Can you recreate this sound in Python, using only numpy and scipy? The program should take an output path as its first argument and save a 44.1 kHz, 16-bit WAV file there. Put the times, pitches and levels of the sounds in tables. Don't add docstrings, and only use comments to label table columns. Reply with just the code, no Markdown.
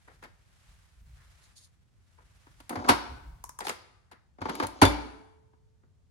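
import sys
import numpy as np
from scipy import signal
from scipy.fft import rfft, irfft, next_fast_len
from scipy.io import wavfile
from scipy.ndimage import uniform_filter1d

SR = 44100
rng = np.random.default_rng(int(sys.argv[2]) if len(sys.argv) > 2 else 0)


def log_audio(samples):
    frames = np.atleast_2d(samples).T
    limited = np.clip(frames, -1, 1)
    pcm = np.round(limited * 32767).astype(np.int16)
    wavfile.write(sys.argv[1], SR, pcm)


N = 269343
TIME = np.arange(N) / SR


def undb(db):
    return 10 ** (np.asarray(db) / 20)


def unit(x):
    return x / np.sqrt(np.mean(x ** 2))


def fade(t, t60):
    return np.exp(-np.log(1000) * t / t60)


def add(out, s, sound):
    start = int(s * SR)
    out[:, start:start + sound.shape[1]] += sound[:, :N - start]


def band(x, lo_hz, hi_hz, order=3):
    edges = [lo_hz, min(hi_hz, SR / 2 - 1)]
    return signal.sosfilt(signal.butter(order, edges, "band", fs=SR, output="sos"), x)


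def shape(x, hz, db):
    size = next_fast_len(N)
    log_hz = np.log(np.fft.rfftfreq(size, 1 / SR) + 1)
    gain = undb(np.interp(log_hz, np.log(hz), db))
    return irfft(rfft(x, size) * gain, size)[..., :N]


def colour(x, points):
    return unit(shape(x, *np.transpose(points)))


def pair(size, likeness):
    shared = np.clip(likeness, 0, 1)
    noise = rng.standard_normal((3, size))
    return np.sqrt(shared) * noise[0] + np.sqrt(1 - shared) * noise[1:]


def bursts(rows, attack_s, t60):
    gain = 0
    for s, db in rows:
        swell = np.exp(-(np.minimum(TIME - s, 0) / attack_s) ** 2)
        gain = gain + undb(db) * swell * fade(np.maximum(TIME - s, 0), t60)
    return gain


def resonate(x, modes):
    return x + sum(undb(db) * signal.lfilter(*signal.iirpeak(hz, hz / width, SR), x) for hz, width, db in modes)


def ringing(modes, spread, size=2 * SR):
    t, out = TIME[:size], 0
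    for hz, db, t60 in modes:
        phase = spread * rng.standard_normal() * np.array([[0], [1]])
        rise = 1 - np.exp(-t * hz)
        out = out + undb(db) * rise * fade(t, t60) * np.sin(2 * np.pi * hz * t + phase)
    return out


SAG_S = .007


def flex(hz, sag, swell_s):
    t = TIME[:SR // 16]
    pitch = hz * (1 + sag * np.exp(-t / SAG_S))
    swell = (t / swell_s * np.exp(1 - t / swell_s)) ** 2
    return (swell * np.sin(2 * np.pi * np.cumsum(pitch) / SR))[None]


def strike(s, db, touch):
    return (s, *(db + np.array(touch[:-1])), touch[-1])


def blend(hardness, touches):
    soft, hard = np.array(touches)
    return soft + np.clip(hardness, 0, 1) * (hard - soft)


# low edge in Hz, high edge in Hz,
# ring length as a multiple of the contact's, likeness at the two ports from 0 to 1.
CONTACT_RANGES = [(167, 640, 1.3, 0.8), (642, 1790, 1.2, 0.5), (1660, 4750, 1.0, 0), (6200, 15600, 0.62, 0)]


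def contacts(rows, modes, skirt_db=-24, swell=.045, grain_db=1.5, grain_s=.0006):
    out, t = np.zeros((2, N)), TIME[:SR // 4]
    table = np.array(rows)
    t60 = table[:, -1, None, None]
    strength = undb(grain_db * rng.standard_normal((len(rows), 1, len(t))))
    strength = strength[..., (t / grain_s).astype(int)]
    for k, (lo_hz, hi_hz, ring, likeness) in enumerate(CONTACT_RANGES):
        envelope = fade(t, ring * t60) * (1 - np.exp(-t / (swell * t60)))
        chatter = np.array([pair(len(t), likeness) for _ in rows]) * envelope * strength
        skirt = undb(skirt_db) * band(chatter, lo_hz, hi_hz, order=1)
        sounds = resonate(band(chatter, lo_hz, hi_hz) + skirt, modes)
        for row, sound in zip(table, sounds):
            energy = np.mean(fade(t, ring * row[-1]) ** 2)
            add(out, row[0] - swell * row[-1], undb(row[1 + k]) * unit(sound) * np.sqrt(energy))
    return out


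# time in seconds, level in dB,
# hardness from 0 to 1, ring of the shell in dB.
LEVER_CLICKS = [(2.469, -52, 0.38, -62.5), (2.603, -46, 0.73, -63), (2.695, -36.5, 0.98, -44.5),
                (2.706, -34.5, 0.06, -40.5), (2.728, -34, 0, -37), (2.757, -29.5, 0.38, -32),
                (2.771, -36, 0.01, -41), (2.791, -37, 0.12, -45.5), (2.846, -33.5, 0.3, -34),
                (2.883, -27.5, 0.52, -32.5), (4.386, -48.5, 0.05, -58), (4.417, -30.5, 0.35, -31),
                (4.456, -28.5, 0.2, -22), (4.488, -31, 0.07, -33), (4.495, -25.5, 0.48, -33.5),
                (4.553, -36.5, 0.83, -42), (4.6, -21.5, 0.4, -26.5), (4.626, -26, 0.32, -28.5),
                (4.634, -26.5, 0.53, -25.5), (4.646, -36, 0.11, -31.5), (4.669, -38.5, 0.98, -42.5),
                (4.818, -24, 0.61, -12.5), (5.534, -63, 0.06, -75), (5.835, -65, 0.01, -78)]
# body, knock, clack and tick in dB relative to the click,
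# then decay time (t60) in seconds.
LEVER_TOUCH = [(-1, 0.5, -17, -36.5, .06), (-10, -2.5, 1, 8.5, .03)]
# time in seconds, crack in dB, thud in dB,
# decay time of the thud in seconds.
STOPS = [(2.8917, -6, -27.5, .07), (4.82, -4.5, -13, .06)]
# body, knock, clack and tick in relative dB, then decay time in seconds.
CRACK_TOUCH = (-14, -6, -10.5, -14, 0.11)
# body, knock, clack and tick in relative dB; its decay depends on the stop.
THUD_TOUCH = (3, -1.5, -7.5, -24.5)
THUD_LAG_S = .006
LATCH_S, LATCH_DB, LATCH_HARDNESS = 4.852, -20, 0.78
# pitch in Hz, width in Hz, strength in dB.
HOUSING = [(285, 76, 8), (576, 13, 3.5), (735, 59, 0), (930, 110, 4), (1150, 300, -4.5), (2190, 140, -5.5),
           (4630, 360, -4), (10400, 1500, 6.5)]


def lever():
    hits = [strike(s, db, blend(hardness, LEVER_TOUCH)) for s, db, hardness, _ in LEVER_CLICKS]
    for s, crack_db, thud_db, thud_t60 in STOPS:
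        hits.append(strike(s, crack_db, CRACK_TOUCH))
        hits.append(strike(s + THUD_LAG_S, thud_db, (*THUD_TOUCH, thud_t60)))
    hits.append(strike(LATCH_S, LATCH_DB, blend(LATCH_HARDNESS, LEVER_TOUCH)))
    return contacts(hits, HOUSING)


FLEX_SWELL_S, FLEX_SAG = 0.0021, 0.13
CLICK_HZ, CLICK_SCATTER, CLICK_DB, CLICK_HARD_DB = 733, 0.14, -4, -3.5
# time in seconds, pitch it sinks towards in Hz, level in dB.
FLEXES = [(2.884, 1100, -19), (2.8906, 873, -4), (2.893, 1354, -13.5), (2.895, 523, -17), (4.8192, 834, -2),
          (4.8234, 253, -6), (4.828, 701, -15.5)]


def knocks():
    out = np.zeros((2, N))
    for s, hz, db in FLEXES:
        add(out, s, undb(db) * flex(hz, FLEX_SAG, FLEX_SWELL_S))
    for s, db, hardness, _ in LEVER_CLICKS:
        hz = CLICK_HZ * np.exp(CLICK_SCATTER * rng.standard_normal())
        add(out, s, undb(db + CLICK_DB + CLICK_HARD_DB * hardness) * flex(hz, FLEX_SAG, FLEX_SWELL_S))
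    return out


# pitch in Hz, level in dB relative to the click's ring, decay time in seconds.
SHELL = [(905, -1, .06), (1230, -7, .03), (2260, -12, .022)]


def clacks(pitch_scatter=0.03, scatter_db=3.0):
    out = np.zeros((2, N))
    for s, _, _, ring_db in LEVER_CLICKS:
        modes = []
        for hz, db, t60 in SHELL:
            varied_hz = hz * (1 + pitch_scatter * rng.standard_normal())
            modes.append((varied_hz, db + scatter_db * rng.standard_normal(), t60))
        add(out, s, undb(ring_db) * ringing(modes, spread=0.38, size=SR // 4))
    return out


# pitch in Hz, level in dB, decay time in seconds.
METAL = [(2254, -33, 0.46), (3520, -23, 0.14), (4600, -29, 0.12), (7170, -43, 0.24), (10456, -34, 0.18)]


def latch():
    out = np.zeros((2, N))
    add(out, LATCH_S, ringing(METAL, spread=.5))
    return out


# pitch in Hz, relative level in dB, decay time in seconds.
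STAND = [(57.7, -25.5, 0.55), (96.7, -8.5, 0.13), (116, -21.5, 0.16), (280, -18, 0.2), (295, -35, .69),
         (554, -27.5, 0.23), (882, -33.5, 0.58), (920, -36, 0.62)]
# pitch in Hz, relative level in dB, decay time in seconds.
TRAY = [(436.5, -47, 1.9), (904, -53, 1.7)]
# time in seconds, strength in dB.
JOLTS = [(2.77, -21.5), (2.895, -15.5), (4.414, -23), (4.63, -22), (4.824, 0.5)]


def clunks(modes):
    out = np.zeros((2, N))
    rocking = ringing(modes, spread=.2)
    for s, db in JOLTS:
        add(out, s, undb(db) * rocking)
    return out


# time in seconds, level in dB,
# hardness from 0 to 1, ping of the lid in dB.
CAPSULE_BUMPS = [(0.08, -52.5, 0.1, -52), (0.228, -44, 0.37, -65), (0.24, -43.5, 0.61, -60),
                 (2.186, -62, 0, -51), (3.606, -33.5, 0.87, -29.5), (3.616, -40.5, 0.1, -54),
                 (3.651, -40, 0.7, -29.5), (3.669, -27, 0.83, -31), (3.683, -29.5, .95, -34),
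                 (3.695, -25, .85, -39), (3.702, -35.5, .5, -31), (4.116, -46.5, 0.55, -45)]
# body, knock, clack and tick in relative dB,
# then decay time in seconds.
CAPSULE_TOUCH = [(-5, 1, -16, -21, 0.17), (-12.5, -5, -0.5, -2.5, .016)]
# time in seconds, level in dB.
RIM_TAPS = [(3.4398, -31), (3.4923, -35.5), (3.589, -29), (3.691, -27.5)]
# body, knock, clack and tick in relative dB, then decay time in seconds.
RIM_TOUCH = (-22, -8, -18, 1, .013)
# pitch in Hz, width in Hz, strength in dB.
CHUTE = [(425, 300, 2.5), (2348, 1800, -0.5), (3736, 1000, -3), (4810, 400, 3.5), (10300, 1500, 1)]
PING_HZ, PING_SAG, PING_SWELL_S, PING_DB = 713, 0.72, 0.0028, -2


def capsule(tumble_hz=830, tumble_sag=.38, pitch_scatter=0.12):
    taps = [strike(s, db, RIM_TOUCH) for s, db in RIM_TAPS]
    bumps = [strike(s, db, blend(hardness, CAPSULE_TOUCH)) for s, db, hardness, _ in CAPSULE_BUMPS]
    out = contacts(taps + bumps, CHUTE, skirt_db=-24.5, grain_db=4.5)
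    for s, db in RIM_TAPS:
        add(out, s, undb(db + PING_DB) * flex(PING_HZ, PING_SAG, PING_SWELL_S))
    for s, _, _, ping_db in CAPSULE_BUMPS:
        hz = tumble_hz * np.exp(pitch_scatter * rng.standard_normal())
        add(out, s, undb(ping_db) * flex(hz, tumble_sag, PING_SWELL_S))
    return out


RIM_RATTLE_DB, RIM_RATTLE_T60_S = -18, 0.12
# pitch in Hz, width in Hz, strength in dB.
RIM = [(5690, 180, -2), (6650, 370, -4), (8500, 1400, -4)]


def rim_rattle(grain_s=.0013):
    strength = undb(5 * rng.standard_normal(N))
    grains = pair(N, 0) * strength[(TIME / grain_s).astype(int)]
    ring = unit(resonate(grains, RIM) - grains)
    return undb(RIM_RATTLE_DB) * ring * bursts(RIM_TAPS, grain_s, RIM_RATTLE_T60_S)


LOAD_DB_PER_S, LET_GO_T60_S = 45, 0.043
# start in seconds, end in seconds, final level in dB.
PUSHES = [(2.7, 2.879, -40), (4.408, 4.651, -41), (4.68, 4.82, -53.5)]


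def load():
    gain = 0
    for start, end, db in PUSHES:
        climb = undb(db + LOAD_DB_PER_S * np.minimum(TIME - end, 0))
        gain = gain + (TIME > start) * climb * fade(np.maximum(TIME - end, 0), LET_GO_T60_S)
    return gain


PIERCE_S = 4.3


def grind(slips_per_s=1900, scatter_db=0.5, lo_hz=230, hi_hz=1250, free_db=-16, loaded_db=-7.5, scrape_hz=5000):
    moments = rng.random(N) < slips_per_s / SR
    slips = moments * undb(scatter_db * rng.standard_normal(N)) * pair(N, 1.0)
    scrape = undb(np.where(TIME > PIERCE_S, loaded_db, free_db)) * band(slips, hi_hz, scrape_hz)
    push = band(slips, lo_hz, hi_hz, order=2) + scrape
    return unit(resonate(push, HOUSING)) * load()


def judder(slips_per_s=130, slip_hz=640, pitch_scatter=0.22, slip_db=4):
    out, force = np.zeros((2, N)), load()
    moments = np.flatnonzero((rng.random(N) < slips_per_s / SR) & (force > 1e-4))
    for i, chance in zip(moments, rng.standard_normal(N)):
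        hz = slip_hz * np.exp(pitch_scatter * chance)
        add(out, i / SR, force[i] * undb(slip_db) * flex(hz, FLEX_SAG, FLEX_SWELL_S))
    return out


RUB_ATTACK_S, RUB_T60_S = 0.012, 0.12
# time in seconds, level in dB.
FOIL_RUBS = [(1.443, -61), (1.572, -55.5), (1.588, -60.5), (1.62, -62), (1.645, -60), (3.505, -77),
             (3.655, -45.5)]
# pitch in Hz, width in Hz, strength in dB.
FOIL = [(4370, 1600, 11.5), (6600, 300, 14), (9400, 1300, 7)]


def crinkle(lo_hz=3400, hi_hz=11000, grain_db=3, grain_s=0.00078):
    strength = undb(grain_db * rng.standard_normal(N))
    grains = pair(N, 0.16) * strength[(TIME / grain_s).astype(int)]
    return unit(resonate(band(grains, lo_hz, hi_hz), FOIL)) * bursts(FOIL_RUBS, RUB_ATTACK_S, RUB_T60_S)


SCUFF_ATTACK_S, SCUFF_T60_S = 0.043, 0.29
# time in seconds, level in dB.
SCUFFS = [(.13, -71.5), (1.22, -66.5), (4.16, -65)]


def scuffs(lo_hz=1050, hi_hz=2050):
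    return unit(band(pair(N, 0.4), lo_hz, hi_hz)) * bursts(SCUFFS, SCUFF_ATTACK_S, SCUFF_T60_S)


SLEEVE_REST_DB = -90.5
# time of fastest motion in seconds, length in seconds, level in dB.
REACHES = [(0.12, 0.44, -70), (0.692, 0.49, -66.5), (1.347, 0.61, -65), (2.599, 0.93, -67),
           (3.344, 0.37, -75)]


def arm_speed():
    reaches = sum(undb(db) * np.exp(-(2 * (TIME - s) / length) ** 2) for s, length, db in REACHES)
    return undb(SLEEVE_REST_DB) + reaches


# frequency in Hz, relative level in dB.
CLOTH = [(200, -10), (700, 1), (1700, 4), (2700, 0), (10000, -7), (12000, -10.5), (13500, -27)]


def sleeve(flutter_db=1.5):
    flutter = unit(uniform_filter1d(rng.standard_normal(N), SR // 60))
    return colour(pair(N, 0.083) * undb(flutter_db * flutter), CLOTH) * arm_speed()


GRIP_ATTACK_S, GRIP_T60_S, GRIP_REST_DB = 0.048, 1, -75
# time in seconds, level in dB.
GRIPS = [(.16, -60), (.71, -55.5), (1.04, -51.5), (1.11, -62.5), (1.31, -76), (2.19, -63), (2.48, -56),
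         (3.125, -44.5), (3.29, -51)]
# frequency in Hz, relative level in dB.
RUMBLE = [(25, -12), (55, 5), (80, -5.5), (150, -14.5), (400, -55)]


def handling():
    grip = undb(GRIP_REST_DB) + bursts(GRIPS, GRIP_ATTACK_S, GRIP_T60_S)
    return colour(pair(N, 0.97), RUMBLE) * grip


AIR_DB = -64
# frequency in Hz, relative level in dB.
AIR = [(30, -21), (54, -5), (88, 4), (130, -5), (300, -22.5), (2500, -39), (7000, -40.5), (11500, -51),
       (14000, -61.5)]


def quiet_air():
    return undb(AIR_DB) * colour(pair(N, 0.19), AIR)


# frequency in Hz, relative level in dB, decay time in seconds.
KITCHEN = [(79.6, -22.5, 0.89), (286, -10, 0.73), (555, -13.5, 0.8), (2050, -14, 0.79), (4600, -10, 0.64),
           (7800, -20.5, 0.93), (12000, -32.5, 0.8)]


def kitchen(x, early_db=-11, early_t60=0.27, gap_s=0.0067, build_s=0.0038):
    t = TIME[:SR]
    hz, db, t60 = np.transpose(KITCHEN)
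    edges = np.geomspace(40, 17000, 13)
    noise, tail = rng.standard_normal((2, SR)), 0
    for lo, hi in zip(edges, edges[1:]):
        where = np.log(lo * hi) / 2
        envelope = fade(t, np.interp(where, np.log(hz), t60)) * (1 - np.exp(-t / build_s))
        gain = undb(np.interp(where, np.log(hz), db))
        tail = tail + gain * band(rng.standard_normal((2, SR)), lo, hi) * unit(envelope)
    early = undb(early_db) * band(noise * unit(fade(t, early_t60) * (t > gap_s)), 170, 14000, order=1)
    return signal.fftconvolve(x, (early + tail) / np.sqrt(SR), axes=1)[:, :N]


def left_leads(x, lag_s=.0003):
    return np.array([x[0], np.interp(TIME - lag_s, TIME, x[1])])


# frequency in Hz, response in dB, left minus right in dB.
PORTS = [(90, 3, 3), (280, 1.5, -3.5), (900, -1, 3.5), (2150, 0, 1.5), (4450, -3, 3.5), (6600, 3.5, 3.5),
         (9650, -2, -5), (11860, -1, -1), (13300, -13, -0.5), (15000, -5.5, 0.5)]


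def ports(x):
    hz, db, left_db = np.transpose(PORTS)
    return np.array([shape(x[0], hz, db + left_db / 2), shape(x[1], hz, db - left_db / 2)])


def scene(latch_room_db=-7):
    machine = lever() + knocks() + clacks() + clunks(STAND)
    machine = machine + capsule() + rim_rattle() + grind() + judder()
    metal = latch() + clunks(TRAY)
    direct = left_leads(machine + metal)
    sound = ports(direct + kitchen(machine + undb(latch_room_db) * metal))
    return sound + crinkle() + scuffs() + sleeve() + handling() + quiet_air()


TOP_HZ = 16300


def record(dry, low_cut_hz=36):
    sound = signal.sosfilt(signal.butter(2, low_cut_hz, "high", fs=SR, output="sos"), dry)
    return signal.sosfilt(signal.ellip(8, .2, 70, TOP_HZ, fs=SR, output="sos"), np.tanh(sound))


dry = scene()
out = record(dry)
log_audio(out)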